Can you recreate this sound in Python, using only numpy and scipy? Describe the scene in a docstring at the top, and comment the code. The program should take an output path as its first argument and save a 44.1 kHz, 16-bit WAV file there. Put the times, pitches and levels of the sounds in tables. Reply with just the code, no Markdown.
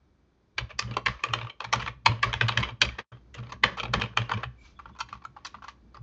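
"""A hand holding a pencil taps plastic keys in quick bursts, close to a small microphone on the same desk.
Each stroke is a cluster of clicks into the key body; the desk top booms, loose caps rustle, a small room answers.
At about 3 s the sound drops out for a moment and snaps back; a last strong burst follows.
Near 4.6 s a fingertip slides over a page with hiss and squeak; a faint thin whistle comes and goes.
The last keys are lighter. The desk hum of a resting arm and soft room hiss lie underneath."""
import sys
import numpy as np
from scipy import signal
from scipy.fft import rfft, irfft
from scipy.io import wavfile
from scipy.ndimage import uniform_filter1d

SR = 44100
rng = np.random.default_rng(int(sys.argv[2]) if len(sys.argv) > 2 else 0)


def linear_from_db(decibels):
    """Turn decibels (scalar or array-like) into linear amplitude factors; 0 gives 1."""
    return 10 ** (np.asarray(decibels, float) / 20)


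def wav_out(sig):
    """Save sig, one row per channel (or a flat mono array), as 16-bit PCM at SR to the path in sys.argv[1]."""
    wavfile.write(sys.argv[1], SR, np.round(np.clip(np.atleast_2d(sig).T, -1, 1) * 32767).astype(np.int16))


N = 265482

# loose caps shaken by a stroke: start_s, level_db, t60_s (time to fall 60 dB),
# ring_hz (of the struck part), tilt_db_per_octave (brightness)
SHAKES = [(0.582, -41.5, 0.21, 3530, -1), (0.691, -49.5, 0.19, 2670, 1), (.791, -41.5, 0.32, 1150, 1.5),
          (.875, -52.5, 1.1, 2970, -2.5), (0.967, -38, 0.12, 1010, -4.5), (1.062, -35, 0.31, 1140, 3.5),
          (1.194, -57, 0.89, 1085, 3), (1.239, -42.5, .47, 940, -0.5), (1.335, -39.5, 0.43, 3080, -1),
          (1.415, -50, .74, 2770, -0.5), (1.497, -60, .22, 2920, -3), (1.606, -46.5, 0.42, 844, 0),
          (1.726, -32, .3, 1400, 1), (1.796, -41.5, 0.74, 2360, 3), (1.864, -39.5, .17, 1290, 1.5),
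          (2.062, -34.5, .33, 2890, -0.5), (2.232, -31.5, 0.31, 1095, 1.5), (2.33, -41.5, .47, 2020, 2.5),
          (2.409, -30.5, 0.2, 2603, 0), (2.483, -41.5, 1, 2660, 0.5), (2.574, -35, 0.45, 2210, 0.5),
          (2.631, -37, .28, 3010, 1), (2.672, -42, .19, 3200, -1), (2.817, -32, .21, 3120, -0.5),
          (2.889, -51, 0.5, 1840, 2.5), (2.983, -34.5, 0.14, 1600, 1.5), (3.121, -59.5, 0.22, 3140, -2),
          (3.343, -55.5, 0.93, 2810, 0), (3.382, -58.5, 0.35, 1070, -0.5), (3.431, -61, 0.82, 1290, 0.5),
          (3.52, -45.5, .11, 1660, 0), (3.635, -34, 0.3, 1750, 1), (3.776, -46, 0.25, 3100, 4.5),
          (3.832, -52.5, 0.35, 2640, -5), (3.933, -35, 0.25, 1744, -0.5), (3.999, -39.5, .096, 3220, 1),
          (4.035, -46.5, 0.24, 2930, 0), (4.135, -77, .8, 1015, 3), (4.171, -38, 0.28, 2800, 0.5),
          (4.295, -42.5, 0.31, 1030, 0), (4.374, -52.5, .8, 1095, 0), (4.431, -63, 0.15, 1250, 5.5),
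          (4.792, -62.5, 0.25, 1290, 2.5), (4.857, -64.5, 0.28, 1000, -1), (4.95, -72, .64, 1120, 1.5),
          (5.001, -56, 0.11, 1090, 15), (5.09, -60, 0.33, 976, 4.5), (5.129, -56.5, 0.19, 1160, 5),
          (5.252, -76, .3, 1110, 4.5), (5.366, -68, .54, 980, 1), (5.449, -54.5, 0.26, 3830, 8),
          (5.545, -61.5, 0.21, 1100, 1), (5.623, -60, 0.49, 1115, 3), (5.684, -52.5, .15, 1087, 6.5),
          (5.947, -57.5, 0.13, 1214, 0.5)]


def rms_one(x):
    """Scale to rms 1."""
    return x / np.sqrt(np.mean(x ** 2) + 1e-20)


def in_time(rows):
    """Columns of a table that starts with the time, drawn as straight lines sample by sample."""
    s, *columns = np.transpose(rows)
    return [np.interp(np.arange(N) / SR, s, c) for c in columns]


def resonate(x, hz, width_hz):
    """Two-pole resonance, like one mode of a struck body, with gain 1 on top."""
    r = np.exp(-np.pi * width_hz / SR)
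    feedback = [1, -2 * r * np.cos(2 * np.pi * hz / SR), r * r]
    return signal.lfilter([(1 - r * r) / 2, 0, (r * r - 1) / 2], feedback, x + 1e-18)


def narrow_noise(hz, width_hz):
    """Noise twice through one resonance: a husky, unsteady pitch."""
    return rms_one(resonate(resonate(rng.standard_normal(N), hz, width_hz), hz, width_hz))


def coloured(x, spectrum, tilt_db=0):
    """Third-octave bank that gives two rows of noise a spectrum; the tilt (dB per octave) turns about 2 kHz."""
    hz_points, db_points = np.transpose(spectrum)
    edges = 25 * 2 ** np.arange(0, 8.7, 1 / 3)
    out = 0
    for k, (low, high) in enumerate(zip(edges, edges[1:])):
        hz = np.sqrt(low * high)
        band_filter = signal.butter(2, [low, high], "band", fs=SR, output="sos")
        band = signal.sosfilt(band_filter, x[k % 2])      # neighbouring bands use different rows
        band_db = np.interp(np.log(hz), np.log(hz_points), db_points)
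        out = out + band * linear_from_db(band_db + tilt_db * np.log2(hz / 2000))
    return out


def room_hiss():
    """Steady noise of the room, shaped by a fixed spectrum."""
    # pitch_hz, level_db (per Hz, before the whole is scaled)
    hiss_spectrum = [(15, -39), (25, -6), (48, 2), (168, -3), (204, -1), (254, -11), (316, 4), (357, -6.5),
                     (540, -15), (1400, -19.5), (2700, -30.5), (4190, -30), (8500, -40), (11000, -76),
                     (18700, -120)]
    level_db = -68
    return linear_from_db(level_db) * rms_one(coloured(rng.standard_normal((2, N)), hiss_spectrum))


def desk():
    """Each low mode is a narrow wavering tone that builds up to every blow and dies away to the hum of the arm."""
    # blows through the desk top: fullest_s, first_mode_db, second_mode_db, third_mode_db,
    # t60_s (until the hand damps it)
    blows = [(0.629, -38, -37.5, -54.5, 0.13), (.755, -50, -55.5, -61, .2), (.856, -43, -37, -46.5, 0.27),
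             (.915, -54, -36, -43, 0.11), (.97, -53, -44, -52, .2), (1.04, -53.5, -51.5, -60.5, .15),
             (1.098, -38.5, -37, -42.5, 0.086), (1.155, -45.5, -61, -64.5, 0.061),
             (1.24, -70.5, -62.5, -62.5, .15), (1.311, -50.5, -37, -56.5, 0.24),
             (1.374, -50, -39, -51.5, 0.21), (1.445, -53, -36.5, -61, 0.11), (1.679, -56, -45.5, -55, 0.17),
             (1.772, -42.5, -34, -42, 0.16), (1.84, -42.5, -44, -52, 0.2), (1.904, -48.5, -43, -55.5, 0.11),
             (1.971, -53.5, -55, -63.5, 0.18), (2.102, -44.5, -25.5, -40, 0.23),
             (2.2, -52.5, -44.5, -63, 0.26), (2.278, -36, -32.5, -45.5, 0.17),
             (2.364, -38.5, -38.5, -51.5, .15), (2.445, -47, -25, -42, 0.18),
             (2.515, -51.5, -36.5, -48, 0.15), (2.593, -42, -28, -41.5, 0.1), (2.615, -36.5, -43, -37, 0.1),
             (2.66, -40, -52.5, -50.5, .15), (2.734, -54.5, -40, -54, 0.067),
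             (2.836, -56.5, -39, -47, 0.23), (2.876, -34.5, -42.5, -44, 0.11),
             (2.93, -43, -50.5, -57.5, 0.098), (3.0, -59, -54.5, -53.5, 0.14), (3.14, -66, -49.5, -64, .15),
             (3.404, -57, -42, -53, 0.36), (3.56, -54.5, -61, -58, 0.17),
             (3.662, -45.5, -42.5, -41.5, 0.078), (3.73, -59.5, -56.5, -51, .2),
             (3.845, -48, -47, -51.5, .15), (3.905, -47.5, -39, -50.5, 0.21),
             (3.973, -40, -38.5, -36, 0.14), (4.044, -52, -38, -44, 0.1), (4.115, -64, -52, -55.5, 0.067),
             (4.21, -50, -33, -47.5, 0.16), (4.361, -58, -35, -42.5, 0.14),
             (4.472, -47.5, -43.5, -62, 0.19), (4.87, -58.5, -63, -67.5, 0.37), (5.04, -61, -59, -71, 0.13),
             (4.915, -61, -65, -60, 0.13), (5.151, -58, -60, -60, 0.22), (5.294, -68, -62, -70.5, 0.22),
             (5.57, -66, -67, -60.5, 0.17), (5.85, -72, -84, -63.5, 0.43), (6.02, -69, -46.5, -62.5, 0.21)]
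    # modes of the desk top: pitch_hz, width_hz (of each of two passes)
    desk_modes = [(61, 16), (118.5, 7), (195, 51)]
    # build-up of each mode: rise_db_per_s
    rises = [398.5, 547, 449.5]
    # how long each mode stays at full swing: hold_s
    holds = [0.01, 0.014, 0.0053]
    # hum kept up by the resting arm: time_s, first_mode_db
    arm = [(0, -67), (.55, -80), (.9, -68.5), (3, -65.5), (3.3, -60.5), (4.6, -60.5), (5.2, -67),
           (5.4, -70.5), (5.7, -65), (6.02, -64)]
    # second and third mode of that hum against the first: level_db
    arm_upper = [-14.5, -15.5]

    s, *peak_db, t60 = np.transpose(blows)[:, :, None]
    steps = np.arange(0, N + 64, 64) / SR
    arm_db = in_time(arm)[0]
    out = 0
    settings = zip(desk_modes, peak_db, rises, holds, [0, *arm_upper])
    for (hz, width_hz), top_db, rise, hold, lower_db in settings:
        before = np.minimum(steps - s + hold / 2, 0)
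        after = np.maximum(steps - s - hold / 2, 0)
        swing_db = top_db + rise * before - 60 * after / np.maximum(t60, 0.03)
        blow_power = np.sum(linear_from_db(2 * swing_db), axis=0)
        power = np.interp(np.arange(N) / SR, steps, blow_power) + linear_from_db(2 * (arm_db + lower_db))
        noise = rng.standard_normal(N + SR)      # one second extra to settle
        tone = resonate(resonate(noise, hz, width_hz), hz, width_hz)
        steady_tone = np.cos(np.angle(signal.hilbert(tone)))[SR:]      # keeps the phase, evens out the level
        out = out + np.sqrt(2 * power) * steady_tone
    return out


def whistle():
    """A faint thin whistle of narrow noise that comes and goes."""
    # time_s, level_db
    whistle_level = [(4.74, -100), (4.77, -70), (4.81, -89.5), (4.89, -87), (4.92, -84.5), (4.95, -73),
                     (4.99, -100)]
    return linear_from_db(in_time(whistle_level)[0]) * narrow_noise(hz=3450, width_hz=120)


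def slide():
    """A fingertip on the page: smooth friction hiss with a husky squeak on two resonances."""
    # time_s, hiss_db, squeak_db
    slide_level = [(4.56, -94, -97.5), (4.6, -79, -70.5), (4.66, -64, -72), (4.72, -72.5, -83),
                   (4.8, -99.5, -96)]
    # pitch_hz, level_db (per Hz, before the hiss is scaled)
    hiss_spectrum = [(350, -44), (600, -15.5), (1280, -4.5), (2000, -17), (2430, -8.5), (5970, -13),
                     (8000, -30), (10400, -55), (17600, -120)]
    # pitch_hz, width_hz (of each of two passes), level_db (within the squeak)
    squeak_modes = [(2310, 92, 4.5), (7200, 350, -6)]

    hiss_db, squeak_db = in_time(slide_level)
    hiss = rms_one(coloured(rng.standard_normal((2, N)), hiss_spectrum))
    squeak = sum(linear_from_db(db) * narrow_noise(hz, width_hz) for hz, width_hz, db in squeak_modes)
    return linear_from_db(hiss_db) * hiss + linear_from_db(squeak_db) * squeak


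def shake_db(t):
    """Rustle level, which starts afresh at each stroke and dies away; also the index of that stroke."""
    s, start_db, t60, *_ = np.transpose(SHAKES)
    last = np.clip(np.searchsorted(s, t) - 1, 0, None)
    dying_db = start_db[last] - 60 * (t - s[last]) / np.maximum(t60[last], 0.05)
    return np.where(t > s[0], dying_db, -200), last


def rustle():
    """Dense small ticks: each stroke shakes the loose caps afresh; they grow duller and die away until the next."""
    # pitch_hz, level_db (per Hz, before the whole is scaled)
    rustle_spectrum = [(150, -35.5), (250, -4), (302, -4), (597, 3), (710, -10), (1100, 2), (1550, -7.5),
                       (1750, -2), (3120, -11), (6920, -29), (8000, -46.5), (10400, -75.5), (17600, -120)]
    grains_per_s, spread_db = 13000.0, 6.0
    flicker_db, flicker_hz = -0.5, 60.0
    swell_ms, darken_db_per_octave_s = 2.4, -9.5
    ring_db, ring_width_hz = -7.5, 57.0      # ring of the struck part against the rustle

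    s, *_, ring_hz, tilt_db = np.transpose(SHAKES)
    t = np.arange(N) / SR
    level_db, last = shake_db(t)
    age = np.clip(t - s[last], 0, 0.3)      # the darkening stops after 0.3 s
    swell = 1000 / (swell_ms * SR)
    level = signal.lfilter([swell], [1, swell - 1], linear_from_db(level_db))      # softens each start

    sizes = linear_from_db(spread_db * np.minimum(rng.exponential(1, (2, N)), 3)) * rng.choice([-1, 1], (2, N))
    ticks = (rng.random((2, N)) < grains_per_s / SR) * sizes
    slow_filter = signal.butter(2, flicker_hz, fs=SR, output="sos")
    clumps = rms_one(signal.sosfilt(slow_filter, rng.standard_normal(N)))

    plain = np.sqrt(np.mean(coloured(ticks, rustle_spectrum) ** 2))
    sound = coloured(ticks, rustle_spectrum, tilt_db[last] + darken_db_per_octave_s * age) / plain
    for k in range(len(s)):      # the part that was struck keeps sounding its own resonance
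        now = last == k
        sound[now] += linear_from_db(ring_db) * rms_one(resonate(ticks[0, now], ring_hz[k], ring_width_hz))
    return level * linear_from_db(flicker_db * clumps) * sound


def strays():
    """Stray ticks: small contacts at random moments, as strong as the caps are shaken just then."""
    # over the rustle, for clack, case ring and snap: level_db
    over_rustle = [6.5, 8.5, -4.5]
    ticks_per_s, spread_db, length_ms = 14, 3.5, 1.5
    count = int(ticks_per_s * N / SR)
    s = (np.arange(count) + rng.random(count)) / ticks_per_s
    chance_db = spread_db * rng.standard_normal((count, 3))
    level_db = shake_db(s)[0][:, None] + over_rustle + chance_db
    return np.column_stack([s, level_db, np.full(count, length_ms)])


def keys():
    """A contact is a sudden, short burst of tiny impacts; every contact draws its own tuning and mode strengths."""
    # key contacts: start_s, clack_db, case_ring_db, snap_db, length_ms (kept within 0.5 to 15 below)
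    contacts = [(0.5815, -19, -27, -26, 7.4), (0.7046, -39.5, -40, -70, 11),
                (0.7916, -20.5, -25, -19.5, 3.8), (0.8245, -33, -32, -40, 1),
                (0.9112, -36, -39, -43.5, 0.62), (0.9383, -38.5, -46, -50, 8.5),
                (0.9682, -24.5, -17.5, -30, 2.2), (1.061, -13.5, -19, -26, 8),
                (1.0833, -24, -29, -36, 0.55), (1.1938, -45.5, -45.5, -71, 1.4), (1.2382, -16, -19, -27, 2),
                (1.2871, -35, -41.5, -55.5, 1.4), (1.3355, -17.5, -16.5, -25.5, 3.9),
                (1.388, -32.5, -40, -60, 1.4), (1.4138, -30, -31, -49, 1.3), (1.4484, -46, -36.5, -62, 1.5),
                (1.4698, -40.5, -34, -62, 2.2), (1.4968, -34, -43, -62.5, 7.4),
                (1.6048, -25.5, -24.5, -37, 1.5), (1.6427, -29.5, -29, -38.5, 7.1),
                (1.728, -17.5, -24, -23, .73), (1.7331, -18.5, -13.5, -22.5, 4.1),
                (1.7584, -30.5, -28.5, -41, 3.5), (1.7956, -33.5, -29.5, -42, 10.4),
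                (1.8205, -30, -33.5, -45.5, 7.6), (1.8617, -28.5, -28, -62, 1.8),
                (1.8762, -24.5, -28, -51, 9.7), (2.0607, -10.5, -10, -15.5, 5.7),
                (2.2291, -13, -23.5, -24.5, 2.8), (2.2333, -17, -16.5, -45, 4),
                (2.3302, -21.5, -27, -36, 0.63), (2.339, -17.5, -23, -32.5, 1.1),
                (2.4114, -10.5, -26.5, -40, 2.5), (2.4832, -19.5, -28, -27, 3.2),
                (2.4894, -19, -19.5, -33.5, 2.6), (2.5167, -34, -37, -49.5, 7.9),
                (2.5743, -12, -21, -26, 2.4), (2.6, -37, -37, -42, 10), (2.6287, -21, -24, -41.5, 7),
                (2.6517, -38, -36, -56, 1.4), (2.6882, -34.5, -34.5, -57.5, 7),
                (2.8162, -8.5, -26, -14, 1.7), (2.8203, -13, -30.5, -17, 2.5),
                (2.85, -29, -32.5, -35.5, 5.5), (2.8894, -29.5, -43.5, -46.5, 2.8),
                (2.9864, -27, -33.5, -47, 7.7), (3.1193, -62, -51.5, -72, 7.4),
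                (3.3422, -44, -57.5, -47.5, 8.6), (3.3824, -45.5, -42.5, -56, 9),
                (3.4294, -59.5, -49.5, -69, 3.8), (3.4686, -52.5, -54, -59.5, 1.8),
                (3.4935, -52, -46.5, -59, 21), (3.5206, -39.5, -33, -45, 7),
                (3.6373, -12.5, -18, -25, 3.75), (3.7717, -44, -37.5, -55, 7.5), (3.782, -39, -34, -51, 11),
                (3.7982, -29, -31, -41.5, 6.4), (3.8321, -32, -31.5, -40, 4.4),
                (3.8534, -35.5, -36.5, -52.5, 3.5), (3.9366, -35, -24, -30, 4.9),
                (3.9978, -37, -36, -48, 4.3), (4.0128, -31, -30, -42, 1.5),
                (4.0185, -22, -31.5, -37.5, 2.8), (4.0375, -32, -35, -49, 1.7),
                (4.0589, -40, -44.5, -52, 1.8), (4.1355, -68, -52, -72, 1.2),
                (4.1732, -15.5, -17, -28.5, 0.84), (4.2943, -35.5, -29.5, -42.5, 1.2),
                (4.3164, -27.5, -20.5, -43.5, 4), (4.3359, -32, -31, -48, 9),
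                (4.3741, -40.5, -40.5, -65, 5.4), (4.4327, -37, -29, -48.5, 3.1),
                (4.4392, -30, -38.5, -51.5, 1.64), (4.7907, -55.5, -41.5, -64.5, 8.5),
                (4.8568, -53, -40, -66, 2.8), (4.89, -67, -51, -72.5, 11), (4.9504, -64, -53.5, -72, 4.3),
                (4.9626, -59, -51, -71.5, 9.8), (4.9883, -52, -41.5, -49.5, 9.8),
                (5.0032, -31, -30.5, -35, 10.2), (5.0882, -47, -55, -58, 4.2), (5.1279, -41, -31, -50, 2.4),
                (5.1525, -57, -47, -64.5, 3), (5.2197, -62, -51.5, -70, 7.4), (5.239, -59, -53, -64.5, 7.9),
                (5.2507, -50.5, -34, -51.5, 3), (5.3646, -61, -41.5, -66.5, 8.6),
                (5.4492, -40, -37, -38.5, 8.9), (5.4647, -46.5, -46.5, -43, 8.9),
                (5.5435, -50, -38.5, -59, 7.6), (5.5848, -69.5, -52, -79, 3.8),
                (5.622, -64.5, -43.5, -64, 5.1), (5.6413, -57.5, -40, -57, 7.3),
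                (5.6821, -43.5, -38.5, -49, 4.9), (5.9447, -60.5, -45.5, -59.5, 6.3),
                (5.9691, -60.5, -44.5, -60, 4.5)]
    # resonances in four groups (clack, case ring, snap, thud): pitch_hz, width_hz (of each of two passes),
    # level_db (within the group)
    key_body = [
        [(1695, 570, 3.5), (2078, 840, -1), (2358, 350, 4), (2943, 402, 2.5), (3530, 310, -5.5)],
        [(936, 230, -6.5), (1099.3, 212, 1.5), (1290, 250, -4)],
        [(4374, 840, 7.5), (5263, 1290, 0), (5980, 4400, -2.5), (6580, 490, -16)],
        [(342, 43, -6), (465.4, 62, 5), (593.5, 300, -1), (826, 310, 0.5)],
    ]
    # spread of tuning for each group, the shared case ring varies least: share
    key_detune = [0.055, 0.025, 0.043, 0.042]
    # thud of a full-scale contact, weaker on the last, lighter keys: time_s, level_db
    thud_level = [(0, -23.5), (1.1, -22.5), (1.4, -28), (2.7, -26.5), (3.0, -20.5), (3.7, -26),
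                  (3.85, -18.5), (4.4, -19), (4.5, -39), (6.02, -43)]
    thud_per_clack, thud_per_case = 0.38, 0.25      # dB of thud per dB
    clicks_per_ms, spread_db, first_db = 6.0, 4.5, 15.5
    rise_ms, fall_ms = 0.97, 0.93
    touch_db, touch_ms = -24, 12.0
    settle_db, settle_ms = -15, 8.5
    mode_chance_db = 3.0
    struck_part_db_per_octave = 5.5      # favours the resonances nearest to the ring of the struck part

    rows = np.vstack([contacts, strays()])
    s, clack_db, case_db, snap_db, length_ms = np.transpose(rows)[:, :, None]
    thud_db = np.interp(s, *np.transpose(thud_level)) + thud_per_clack * clack_db + thud_per_case * case_db
    lead, size = 800, 4096      # samples before the contact, samples in all
    t_ms = (np.arange(size) - lead) * 1000 / SR
    length_ms = np.clip(length_ms, 0.5, 15)

    draws = rng.random((len(s), 3, size))
    hit = draws[:, 0] < clicks_per_ms * 1000 / SR
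    impacts = hit * linear_from_db(-spread_db * np.log(draws[:, 1] + 0.015)) * np.sign(draws[:, 2] - 0.5)
    impacts[:, lead] = linear_from_db(first_db)      # the key bottoms out with one firm knock
    blow = np.exp(np.minimum(t_ms, 0) / rise_ms - np.maximum(t_ms - length_ms, 0) / fall_ms)
    # the finger lands before the key bottoms out
    touch = linear_from_db(touch_db) * np.clip(1 + t_ms / touch_ms, 0, 1) * (t_ms < 0)
    # the cap rattles to rest
    settle = linear_from_db(settle_db) * (t_ms > 0) * np.exp(-np.maximum(t_ms, 0) / settle_ms)
    force = rfft(impacts * (blow + touch + settle))

    struck_hz = np.array(SHAKES)[shake_db(s + 0.005)[1], 3]
    delay = np.exp(-2j * np.pi * np.arange(size // 2 + 1) / size)      # one sample, as a spectrum
    chance = iter(rng.standard_normal((len(s), 40)).T[:, :, None])
    sound = 0
    for modes, detune, group_db in zip(key_body, key_detune, (clack_db, case_db, snap_db, thud_db)):
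        body = 0
        for hz, width_hz, mode_db in modes:
            r = np.exp(-np.pi * width_hz / SR)
            w = 2 * np.pi * hz * (1 + detune * next(chance)) / SR
            feedback = 1 - 2 * r * np.cos(w) * delay + r * r * delay * delay
            resonance = (1 - r * r) / 2 * (1 - delay * delay) / feedback
            away_db = struck_part_db_per_octave * np.abs(np.log2(hz / struck_hz))
            strength = linear_from_db(mode_db + mode_chance_db * next(chance) - away_db)
            body = body + strength * resonance ** 2      # twice: steep skirts
        rung = irfft(force * body)
        mean_power = uniform_filter1d(rung ** 2, size=110)
        height = np.sqrt(2 * mean_power.max(axis=1, keepdims=True))
        sound = sound + linear_from_db(group_db) * rung / height
    at = np.clip(np.round(s * SR).astype(int) - lead + np.arange(size), 0, N)
    return np.bincount(at.ravel(), sound.ravel(), N + 1)[:N]


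def room(x):
    """Echoes as dying noise: a quick part from desk and near wall, a longer, duller part from the room."""
    early_t60_s, early_db = 0.074, -11.5
    late_t60_s, late_db, wall_cut_hz = 0.3, -21.5, 9400
    t = np.arange(SR // 2) / SR
    noise = rng.standard_normal((2, len(t))) * np.clip(t / 0.0096, 0, 1)      # fades in over 9.6 ms
    early = noise[0] * linear_from_db(-60 * t / early_t60_s)
    wall_filter = signal.butter(1, wall_cut_hz, fs=SR, output="sos")
    late = signal.sosfilt(wall_filter, noise[1]) * linear_from_db(-60 * t / late_t60_s)
    echoes = linear_from_db(early_db) * rms_one(early) + linear_from_db(late_db) * rms_one(late)
    return signal.oaconvolve(x, echoes / np.sqrt(len(t)))[:N]


def scene():
    """Room hiss, desk, whistle, slide, rustle, and the keys with their room."""
    strokes = keys()
    background = room_hiss() + desk() + whistle()
    return (background + slide() + rustle() + strokes + room(strokes))[None]


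def low_pass(x):
    """Removes everything above the highest recorded frequency."""
    return signal.sosfilt(signal.butter(12, 9250, fs=SR, output="sos"), x)


def record(dry):
    """A narrow-band microphone chain that rounds peaks, fades out once and snaps back, with converter noise."""
    # the moment without sound, then a return to a higher level: time_s, level_db
    dropout = [(3.005, 1.5), (3.03, -12.5), (3.09, -48), (3.113, -68), (3.119, 5.5)]
    overload, high_cut_hz, low_cut_hz = 0.95, 6550, 41.76
    converter_db = -94.5
    rounded = overload * np.tanh(dry / overload)
    treble_filter = signal.cheby1(5, 1, high_cut_hz, fs=SR, output="sos")
    bass_filter = signal.butter(4, low_cut_hz, "high", fs=SR, output="sos")
    narrow = signal.sosfilt(bass_filter, signal.sosfilt(treble_filter, rounded))
    converter_noise = linear_from_db(converter_db) * rng.standard_normal(dry.shape)
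    mix = narrow * linear_from_db(in_time(dropout)[0]) + converter_noise
    return low_pass(mix)


dry = scene()
out = record(dry)
wav_out(out)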